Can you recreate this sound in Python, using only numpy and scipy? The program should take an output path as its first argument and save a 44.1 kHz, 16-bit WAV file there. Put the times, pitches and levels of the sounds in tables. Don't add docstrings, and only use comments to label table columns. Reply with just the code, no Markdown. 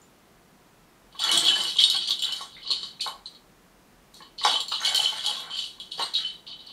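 import sys
import numpy as np
from scipy import signal
from scipy.fft import rfft, irfft
from scipy.io import wavfile
from scipy.ndimage import uniform_filter1d

SR = 44100
rng = np.random.default_rng(int(sys.argv[2]) if len(sys.argv) > 2 else 0)


def output_pcm(signal):
    pcm = np.clip(np.atleast_2d(signal).T, -1, 1) * 32767
    wavfile.write(sys.argv[1], SR, np.round(pcm).astype(np.int16))


def natural_amplitude(level_db):
    exponent = np.asarray(level_db, float) / 20
    return 10 ** exponent


N = 296518

# (frequency [Hz], level [dB], t60 [s])
SHELL_MODES = [(3040, 6, 0.033), (3200, -18, 0.027), (3357, 5.5, 0.014), (3260, -0.5, 0.02),
               (3520, -7.5, 0.014), (3730, -6, 0.031), (3794, 6, 0.016), (4000, -3, 0.014),
               (4190, -6.5, 0.082), (4320, 10, 0.013), (4430, 2, 0.039), (4690, 2.5, 0.019)]
# (frequency [Hz], level [dB], t60 [s])
BELL_MODES = [(7355, 0, 0.017), (6720, -25, 0.026), (8487, -4.5, 0.022), (8560, -3, 0.015),
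              (9815, -12, 0.03), (9780, -6.5, 0.025), (12500, -10, 0.0055), (13200, -10.5, .004),
              (13700, -10, .006), (14100, -12, .004), (15000, -13, .006)]
# (frequency [Hz], level [dB], t60 [s])
TRACK_MODES = [(489.4, -5.5, 0.071), (588, -10, 0.072), (671, -3, 0.049), (784.5, 1, 0.047),
               (884, 1.5, 0.031), (982, -9.5, 0.04), (1023, 0, 0.04), (1109, 1.5, 0.051),
               (1256, -7, 0.0346)]
# (frequency [Hz], level [dB], t60 [s])
RIM_MODES = [(1360, 0.5, 0.022), (1530, -2.5, 0.033), (1670, -4, 0.03), (1844, -1, 0.02), (2016, -2, 0.022),
             (2174, -7, 0.041), (2330, -10.5, 0.05)]


def rms_one(x):
    return x / np.sqrt(np.mean(x ** 2) + 1e-20)


def filtered(x, order, hz, kind):
    return signal.sosfilt(signal.butter(order, hz, kind, fs=SR, output="sos"), x)


def ring(clicks, hz, t60_s):
    r = natural_amplitude(-60 / (t60_s * SR))
    w = 2 * np.pi * hz / SR
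    return signal.lfilter([0, np.sin(w)], [1, -2 * r * np.cos(w), r * r], clicks + 1e-18)


def train(times_s, db):
    clicks = np.zeros(N)
    clicks[np.round(times_s * SR).astype(int)] = natural_amplitude(db)
    return clicks


def held(times_s, values):
    latest = np.searchsorted(np.round(times_s * SR), np.arange(N), "right") - 1
    return values[np.clip(latest, 0, None)]


def grains(per_s, spread_db):
    sizes = natural_amplitude(spread_db * np.minimum(rng.exponential(1, N), 2.6))
    sizes *= rng.choice([-1, 1], N)
    return rms_one(sizes * (rng.random(N) < per_s / SR))


def bursts(rows, rise_db_per_s, sag_db_per_s, stop_db_per_s):
    hop = 32
    start_s, length_s, db, *rest = np.transpose(rows)
    since = np.arange(0, N, hop) / SR - start_s[:, None]
    rolled = np.clip(since, 0, length_s[:, None])
    levels = db[:, None] - rise_db_per_s * np.maximum(-since, 0)
    levels = levels - sag_db_per_s * rolled - stop_db_per_s * np.maximum(since - rolled, 0)
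    lead = levels.argmax(axis=0)
    steps = np.arange(since.shape[1])
    columns = [levels[lead, steps], rolled[lead, steps]] + [c[lead] for c in rest]
    return [np.repeat(c, hop)[:N] for c in columns]


def strike(modes, clicks, favour_hz=None, db_per_octave=0, scatter_db=0, turning_db=0):
    turns_per_s = 3.3
    at = np.flatnonzero(clicks)
    luck = rng.standard_normal((len(at), len(modes)))
    out = np.zeros(N)
    for k, (hz, level_db, t60_s) in enumerate(modes):
        octaves_off = 0 if favour_hz is None else np.abs(np.log2(hz / favour_hz[at]))
        aim = np.sin(2 * np.pi * turns_per_s * at / SR * (1 + k / len(modes)) + k * k)
        push_db = level_db - db_per_octave * octaves_off + scatter_db * luck[:, k] + turning_db * aim
        push = np.zeros(N)
        push[at] = clicks[at] * natural_amplitude(push_db) * (-1) ** k
        out += ring(push, hz, t60_s)
    return out


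def crack(clicks, low_hz, high_hz):
    return filtered(clicks, 2, [low_hz, high_hz], "band")


def grit(clicks, tilt_db):
    ribs = [(hz, tilt_db * np.log2(hz / 6000), 62.0 / hz) for hz in np.geomspace(5100, 11300, num=15)]
    return strike(ribs, clicks, scatter_db=6.0) + 0.3 * crack(clicks, 4800, 13000)


def slot(x):
    return filtered(x, 6, 2700.0, "high")


def air():
    air_db, hum_db, hum_hz, hum_t60_s = -57.5, -69, 43.7, 0.16
    # (frequency [Hz], density [dB per Hz])
    spectrum = [(38, -36), (65, -8.5), (92, -10.5), (174, -1), (282, -5.5), (407, -6.5), (588, -11),
                (723, -9), (792, -11.5), (974, -10), (2170, -17.5), (4040, -21.5), (15600, -29)]
    points = np.array(spectrum)
    hz = np.maximum(np.fft.rfftfreq(N, 1 / SR), 1)
    shape = natural_amplitude(np.interp(np.log(hz), np.log(points[:, 0]), points[:, 1]))
    hum = ring(ring(rng.standard_normal(N), hum_hz, hum_t60_s), hum_hz, hum_t60_s)
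    hiss = irfft(rfft(rng.standard_normal(N)) * shape, N)
    return natural_amplitude(air_db) * rms_one(hiss) + natural_amplitude(hum_db) * rms_one(hum)


def knocks():
    # (time [s], peak level [dB], favoured track pitch [Hz], thud share [dB])
    blows = [(1.148, -39, 910, -18.5), (1.2, -32.5, 880, -36), (1.562, -25, 760, -22),
             (1.603, -28.5, 736, -12.5), (1.758, -36.5, 1120, -12), (1.837, -36, 1050, -29),
             (1.945, -29, 970, -26), (2.094, -35, 1050, -15.5), (2.224, -58, 1280, -9),
             (2.289, -37, 1203, -32), (2.407, -27.5, 970, -17), (2.65, -43, 1140, -15),
             (2.702, -31.5, 1250, -10.5), (2.829, -40.5, 1150, -9), (3.062, -18.5, 1070, -28),
             (4.204, -37, 1080, -15), (4.413, -30, 1350, -23), (4.448, -8, 980, -20),
             (4.554, -21.5, 1150, -28), (4.719, -23, 1290, -33), (4.921, -28, 755, -44),
             (4.995, -28, 756, -40), (5.125, -31, 700, -33), (5.247, -35, 870, -24),
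             (5.498, -33, 1120, -38), (5.782, -48, 1080, -23), (5.98, -36, 804, -6),
             (5.994, -21, 960, -8.5), (6.481, -44, 1110, -31), (6.691, -45.5, 840, -37)]
    # (time [s], level [dB], frequency [Hz])
    stray_taps = [
        (0.017, -48, 7100),
        (3, -32.5, 2540),
        (2.567, -37, 2080),
        (2.581, -38, 2160),
        (4.805, -28, 6440),
        (1.798, -26.5, 2200),
        (4.448, -20.5, 2230),
    ]
    s, db, hz, thud_db = np.transpose(blows)
    body = strike(TRACK_MODES, train(s, db - 7.0), held(s, hz), db_per_octave=18.5, scatter_db=4.0)
    rim = strike(RIM_MODES, train(s, db - 21.5), scatter_db=6.5)
    thud = crack(train(s, db + thud_db + 36.5), 390, 620)
    taps = sum(ring(train(np.array([t]), tap_db), tap_hz, 0.019) for t, tap_db, tap_hz in stray_taps)
    return crack(body, 590, 3700) + rim + thud + taps


def chatter():
    # (start [s], length [s], level [dB], favoured shell pitch [Hz], brightness [dB])
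    tumbles = [(1.125, .07, -47, 3520, -3), (1.192, 0.13, -24.5, 3780, 0.5),
               (1.31, 0.074, -20.5, 3570, 5.5), (1.44, 0.052, -17.5, 3200, -1),
               (1.54, 0.17, -26, 3640, 3), (1.787, 0.0096, -16.5, 3500, 3.5),
               (1.842, 0.013, -28.5, 4000, 8), (1.9, 0.13, -24.5, 3880, -6),
               (2.075, 0.017, -32, 3360, 9), (2.1, 0.13, -36.5, 3520, 3.5),
               (2.222, 0.048, -29.5, 3620, -2), (2.31, 0.095, -34, 3740, 5.5),
               (2.52, 0.12, -46.5, 3750, -10), (2.63, .03, -37.5, 3870, -11.5),
               (2.665, 0.014, -32.5, 4000, -9), (2.706, 0.026, -26.5, 4030, -6),
               (2.81, 0.049, -35.5, 4000, -1), (3.065, 0.016, -39, 3760, -1),
               (3.012, 0.0048, -29, 3800, 3), (3.258, 0.0099, -50, 4010, 6),
               (4.139, 0.026, -46.5, 4150, 8), (4.206, 0.015, -48, 3240, -8),
                      (4.383, .035, -32, 3960, -8.5), (4.43, 0.1, -21.5, 3430, 0),
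                      (4.708, 0.046, -25.5, 3480, -4), (4.818, .015, -30, 3060, 5.5),
                      (4.849, 0.021, -20, 3320, 3), (4.958, 0.011, -24, 4400, 4),
                      (4.981, 0.084, -23, 3250, 4), (5.105, 0.23, -32, 3630, 2.5),
                      (5.238, 0.14, -27, 3630, 1), (5.499, 0.066, -32.5, 3280, -6.5),
                      (5.546, 0.097, -29.5, 3660, 0), (5.798, 0.01, -41, 3660, 2),
                      (5.914, 0.015, -37, 3730, 1.5), (6.246, 0.028, -32.5, 3300, -5),
                      (6.59, 0.025, -41.5, 3380, -22), (5.982, .025, -28.5, 3300, -0.5),
                      (6.01, 0.0096, -27, 3700, -0.5), (6.144, 0.032, -25, 3700, -4),
                      (6.468, 0.016, -33.5, 3400, -27), (6.67, 0.045, -39, 4000, -24)]
    shell_db, bell_db, grit_db = -5.5, -11.5, -17.5
    pitch_sag_hz_per_s = 1400
    level_db, rolled, start_hz, bright_db = bursts(
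        tumbles, rise_db_per_s=2496, sag_db_per_s=11.5, stop_db_per_s=189.5)
    favour_hz = start_hz - pitch_sag_hz_per_s * rolled
    contacts = grains(per_s=460.0, spread_db=1.0) * natural_amplitude(level_db)
    shell = strike(SHELL_MODES, contacts * natural_amplitude(shell_db - 28.5), favour_hz,
                   db_per_octave=19.5, scatter_db=4.5, turning_db=2.5)
    bell = strike(BELL_MODES, contacts * natural_amplitude(bright_db + bell_db - 39.0), scatter_db=8.5, turning_db=3.5)
    ribs = grit(contacts * natural_amplitude(bright_db + grit_db - 30.5), tilt_db=-4.5)
    return slot(shell + bell + ribs)


def pellet_hits():
    # (time [s], peak level [dB], favoured shell pitch [Hz], brightness [dB])
    hits = [(1.133, -44, 3450, -2), (1.1906, -17, 3430, -22), (1.239, -11.5, 3360, 15.5),
            (1.292, -15, 3040, 15), (1.3155, -9.5, 3270, 22), (1.376, -2, 4000, 10),
            (1.536, -21, 3030, -12), (1.6089, -22, 3030, -4), (1.636, -8.5, 3800, 12),
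            (1.7689, -8, 3500, 1), (1.7893, -14, 3350, 4), (1.8383, 1.0, 3900, 7),
            (1.9, -5, 3840, 15), (1.9631, -5.5, 3400, 3), (2.0746, -6, 4320, -1.5),
            (2.1068, -1, 3600, 3), (2.193, -9, 4000, 5), (2.2223, -7, 3120, 7.5),
            (2.2446, -7, 3800, 6.5), (2.323, -8, 3030, 6.5), (2.4125, -15, 3700, 3.5),
            (1.8035, 0.5, 3400, 3.5), (2.7066, -10, 4170, 8), (2.714, -3, 3930, 1.5),
            (2.8306, -9.5, 4040, -18), (3.008, -14, 4100, 10.5), (3.018, -8.5, 4250, 4),
            (3.0747, -14.5, 3820, 11), (3.2605, -17, 3990, -5), (3.349, -26.5, 3860, -9.5),
            (4.143, -30.5, 4190, 19), (4.2222, -24, 4040, -12), (4.3934, -17, 3960, -10),
                   (4.4369, -19, 3780, -6), (4.4501, -6, 3370, 13), (4.495, -9.5, 3900, -12),
                   (4.6047, -5, 3500, 0), (4.683, -12, 4370, 7), (4.722, -6.5, 3040, -1),
                   (4.848, -6.5, 3150, 9), (4.9468, -5.5, 4320, 14), (4.9594, -5, 4300, 16.5),
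                   (5.0573, -9, 3040, 2), (5.2088, -10.5, 3430, -14), (5.262, -4.5, 3300, 9.5),
                   (5.366, -19, 3360, 5), (5.57, -15, 3050, 1), (5.5892, -15, 4550, -5),
                   (5.622, -11, 3800, -10), (5.8, -13, 3360, -6), (5.9197, -10, 3450, -5),
                   (5.976, -16.5, 4670, -5), (6.024, -9, 3870, 0), (6.139, -10.5, 4150, 6),
                   (6.2515, -24, 3040, 2), (6.182, -20, 4000, 0), (6.477, -17, 4000, -6),
                   (6.529, -23, 3040, -28), (6.6062, -24, 3820, -13), (6.666, -30, 4430, 6)]
    bell_db, grit_db = -22.5, -31
    s, db, hz, bright_db = np.transpose(sorted(hits))
    shell = strike(SHELL_MODES, train(s, db - 19.0), held(s, hz), db_per_octave=38.5, scatter_db=1.5)
    clack = train(s, 1.9 * db + 16.5)
    clack = crack(crack(clack, 2970, 4770), 2100, 4500)
    bell = strike(BELL_MODES, train(s, db + bright_db + bell_db - 15.0), scatter_db=7.0)
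    ribs = grit(train(s, db + bright_db + grit_db - 10.5), tilt_db=-1.0)
    return slot(shell + clack + bell + ribs)


def pings():
    # (time [s], peak level [dB], frequency [Hz])
    low_pings = [(1.2919, -12, 2994), (1.3665, -23, 3070), (1.4378, -19, 3160), (1.4844, -19.5, 3100),
                 (1.535, -13.5, 3010), (1.607, -17.5, 3060), (1.581, -24, 2980), (1.6517, -18, 2960),
                 (1.687, -26.5, 2937), (1.76, -29, 2920), (1.786, -11, 3140), (1.9104, -27, 3060),
                 (2.0828, -22, 3115), (2.224, -26, 2940), (2.3085, -24.5, 2970), (2.62, -37, 3030),
                 (2.66, -35, 2960), (2.673, -32, 3060), (4.4775, -22, 2970), (4.498, -30, 3110),
                 (4.521, -30, 3100), (4.5403, -15.5, 3050), (4.7167, -30, 3040), (4.8519, -16.5, 3040),
                 (4.8726, -16.5, 3000), (4.9496, -13, 3100), (4.9755, -14, 3040), (4.9996, -14, 3040),
                 (5.0332, -20, 3054), (5.058, -8.5, 3056), (5.31, -22.5, 2990), (5.5042, -33, 3095),
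                 (5.5127, -27.5, 3170), (5.6227, -24, 3055), (5.64, -26.5, 2970), (6.307, -27.5, 3045),
                 (6.023, -24.5, 2895), (6.2488, -20, 3040), (6.5296, -30.5, 3040)]
    # (time [s], peak level [dB], frequency [Hz])
    second_pings = [(1.1967, -22, 3360), (1.2386, -13, 3405), (1.251, -19, 3350), (1.317, -14, 3270),
                    (1.3539, -16, 3400), (1.3713, -15, 3350), (1.389, -20.5, 3200), (1.4056, -20.5, 3470),
                    (1.4506, -15.5, 3230), (1.7584, -24.5, 3340), (1.7889, -8.5, 3340),
                    (1.8383, -22.5, 3330), (1.8986, -37, 3300), (1.944, -20, 3250), (1.9645, -13.5, 3295),
                    (1.9879, -19.5, 3310), (2.0857, -20, 3410), (2.1062, -13, 3520), (2.1251, -21, 3420),
                    (2.2244, -25, 3520), (2.2364, -17, 3450), (4.4374, -24, 3330), (4.4508, -25, 3310),
                    (4.4708, -17, 3520), (4.5042, -20, 3370), (4.6025, -30, 3280), (4.8514, -16, 3300),
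                    (4.9487, -22, 3200), (5.0465, -30, 3320), (5.1931, -21.5, 3350), (5.262, -22, 3310),
                    (5.2829, -16.5, 3300), (5.5423, -24, 3180), (5.556, -25, 3200), (5.5892, -19.5, 3024),
                    (6.1525, -23, 3460)]
    # (time [s], peak level [dB], frequency [Hz])
    third_pings = [(1.2376, -24.5, 3720), (1.343, -20, 3730), (1.3718, -19, 3800), (1.4487, -26, 3960),
                   (1.4691, -22.5, 3700), (1.4986, -13, 3880), (1.6013, -25.5, 3980), (1.7694, -18, 3770),
                   (1.7894, -9, 3730), (1.8385, -3, 3760), (1.8991, -16.5, 3800), (2.1064, -29.5, 3860),
                   (2.1276, -19, 3600), (2.2238, -26, 3820), (2.2478, -18, 3850), (2.3257, -31, 3840),
                   (2.6634, -26.5, 3920), (2.7046, -18, 3890), (2.9957, -32, 4070), (3.0071, -23, 3700),
                   (3.075, -19, 3850), (3.258, -24.5, 4025), (4.4377, -14.5, 3790), (4.47, -21, 3810),
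                   (4.496, -16, 3840), (4.611, -28, 4050), (4.723, -22, 3800), (4.833, -21, 4020),
                   (4.8494, -25, 4100), (4.9462, -27, 4120), (4.9592, -23, 4050), (5.262, -23, 3940),
                   (5.281, -23, 3900), (5.395, -27, 3750), (5.604, -30, 3800), (6.0099, -20, 4020),
                   (6.0208, -18, 4000), (6.138, -21, 3840), (6.151, -14, 3820), (6.3559, -33, 3890)]
    # (time [s], peak level [dB], frequency [Hz])
    top_pings = [(1.206, -23, 4380), (1.2465, -18, 4340), (1.278, -16, 4430), (1.4486, -23.5, 4190),
                 (1.4793, -16, 4430), (1.6067, -23, 4380), (1.7886, -21.5, 4570), (1.8033, -12.5, 4090),
                 (1.8263, -18.5, 4240), (1.838, -5.5, 4350), (1.899, -21, 4220), (1.938, -20, 4380),
                 (2.106, -14, 4340), (1.645, -23, 4350), (1.68, -19.5, 4390), (2.2448, -27, 4370),
                 (2.3247, -23.5, 4340), (2.705, -12, 4170), (2.7183, -12, 4310), (3.0056, -24, 4020),
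                 (3.0098, -16.5, 4580), (3.258, -31.5, 4190), (4.4698, -17.5, 4620), (4.61, -22, 4450),
                 (4.7192, -24, 4800), (4.7388, -16.5, 4190), (4.835, -33, 4190), (4.849, -15, 4180),
                 (4.8758, -16, 4430), (4.946, -11, 4295), (5.031, -19, 4290), (5.046, -14, 4240),
                 (5.263, -17, 4250), (5.538, -31, 4530), (5.5697, -27, 4570), (5.587, -29, 4570),
                 (5.9185, -26, 4320), (6.0113, -30, 4120), (6.03, -16, 4150), (6.1372, -19, 4110),
                 (6.4843, -30, 4410)]
    # (time [s], peak level [dB], frequency [Hz])
    follow_pings = [(1.199, -32.5, 865), (1.245, -27, 880), (1.463, -10, 3350), (1.229, -29, 1360),
                    (1.305, -27, 2206), (1.42, -32.5, 1696), (1.455, -40, 340), (1.499, -34, 341),
                    (1.505, -27, 1670), (1.558, -25, 1712), (2.552, -39, 3610), (2.57, -41, 3610),
                    (4.555, -25, 3082), (4.748, -26, 4060), (5.009, -15.5, 3037), (4.715, -35, 1111),
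                    (4.868, -28, 2220), (4.875, -34, 775), (4.917, -32, 767), (4.992, -25, 783),
                    (5.125, -29, 868), (5.272, -31, 847), (5.37, -32, 1075), (5.995, -26, 940),
                    (6.021, -29, 900), (6.018, -31.5, 1037), (6.005, -23.5, 3050), (6.234, -24, 3040),
                    (6.18, -23.5, 3850), (4.449, -17, 1109), (4.449, -18.5, 872), (6.27, -29, 4400),
                    (6.3, -30, 3850), (6.591, -38, 3770), (6.6685, -34, 4430)]
    # (level [dB], t60 [s])
    ping_modes = [(-1, 0.062), (-1, .04), (-2, 0.039), (-1.5, 0.032), (-3, 0.094)]
    rise_s = 0.00058
    t = np.arange(SR // 8) / SR
    out = np.zeros(N + SR)
    groups = (low_pings, second_pings, third_pings, top_pings, follow_pings)
    for rows, (mode_db, t60_s) in zip(groups, ping_modes):
        shape = (1 - np.exp(-t / rise_s)) * natural_amplitude(-60 * t / t60_s)
        for s, db, hz in rows:
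            out[int(s * SR):][:len(t)] += natural_amplitude(db + mode_db) * shape * np.sin(2 * np.pi * hz * t)
    return out[:N]


def rumble():
    # (start [s], length [s], body level [dB], rim share [dB], base share [dB])
    runs = [(1.225, .1, -44.5, 8.5, -15), (1.31, 0.21, -40.5, 2, -1.5), (1.55, 0.095, -49, 5.5, -1.5),
            (1.79, 0.49, -54.5, 6, 1.5), (2.23, 0.16, -56, 8, -8), (2.68, 0.13, -62.5, 7, 4),
            (3.065, 0.012, -44, -11, -17.5), (4.15, 0.092, -73, -1, 10.5), (4.452, 0.048, -36.5, -2.5, -19),
            (4.8, 0.4, -43, 5.5, -20), (5.24, 0.32, -48, 1.5, -19), (6.0, 0.0046, -44.5, 3, -32),
            (6.17, 0.053, -69.5, 21.5, -15), (6.47, 0.09, -69, -21, -6)]
    # (frequency [Hz], level [dB], t60 [s])
    base_modes = [(206, -3.5, 0.06), (260, -8.5, 0.021), (336, 0, 0.11), (420, -7, 0.06)]
    start_hz, sag_hz_per_s, lowest_hz = 1050, 4300, 814
    body_db, rolled, rim_db, base_db = bursts(runs, rise_db_per_s=697, sag_db_per_s=26.5, stop_db_per_s=156)
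    favour_hz = np.maximum(start_hz - sag_hz_per_s * rolled, lowest_hz)
    contacts = grains(per_s=900.0, spread_db=8.0) * natural_amplitude(body_db)
    body = strike(TRACK_MODES, contacts * natural_amplitude(-26.5), favour_hz, db_per_octave=7.0, scatter_db=4.5)
    rim = strike(RIM_MODES, contacts * natural_amplitude(rim_db - 28.5), scatter_db=5.5)
    base = strike(base_modes, contacts * natural_amplitude(base_db - 29.0), scatter_db=-3.5)
    return body + rim + base


def room(x):
    t60_s, wet_db, wall_cut_hz = 0.22, 0.5, 16000
    places, step_s = 5, 0.08
    t = np.arange(int(0.5 * SR)) / SR
    decay = natural_amplitude(-60 * t / t60_s)
    white = rng.standard_normal((places, len(t))) * np.clip(t / 0.0038 - 0.5, 0, 1) * decay
    dull = filtered(white, 1, wall_cut_hz, "low")
    tails = dull + (white - dull) * decay
    tails /= np.sqrt(np.sum(tails ** 2, axis=1, keepdims=True))
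    along = (np.arange(N) / SR / step_s - np.arange(places)[:, None]) % places
    share = np.where(along < 2, np.sin(np.pi * along / 2), 0)
    wet = signal.fftconvolve(x * share, tails, axes=1)[:, :N].sum(axis=0)
    return x + natural_amplitude(wet_db) * wet


def scene():
    ping_room_share = 0.52
    toy = chatter() + rumble() + pellet_hits() + knocks()
    toy = filtered(toy, 4, 150.0, "high")
    soft_pings = pings()
    return (room(toy + ping_room_share * soft_pings) + (1 - ping_room_share) * soft_pings + air())[None]


def masking(x):
    top_hz, top_db, low_hz, low_db = 9800, -38, 110, -45
    hz, _, cells = signal.stft(x, SR, nperseg=2048, noverlap=1536)
    power = np.abs(cells) ** 2
    top = uniform_filter1d(power, size=5, axis=0) * 25
    top_weak = top < power[hz > 2000].sum(axis=0) * natural_amplitude(2 * top_db)
    top_weak = top_weak & (hz > top_hz)[:, None]
    low = hz < low_hz
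    low_weak = power[low].sum(axis=0) < power.sum(axis=0) * natural_amplitude(2 * low_db)
    low_weak = low_weak & low[:, None]
    kept = ~(top_weak | low_weak) & (hz < 15750)[:, None]
    return signal.istft(cells * kept, SR, nperseg=2048, noverlap=1536)[1][:N]


def roll_off(x):
    return signal.sosfilt(signal.butter(12, 15790, fs=SR, output="sos"), x)


def record(dry):
    mix = masking(dry[0])[None]
    return roll_off(mix)


dry = scene()
out = record(dry)
output_pcm(out)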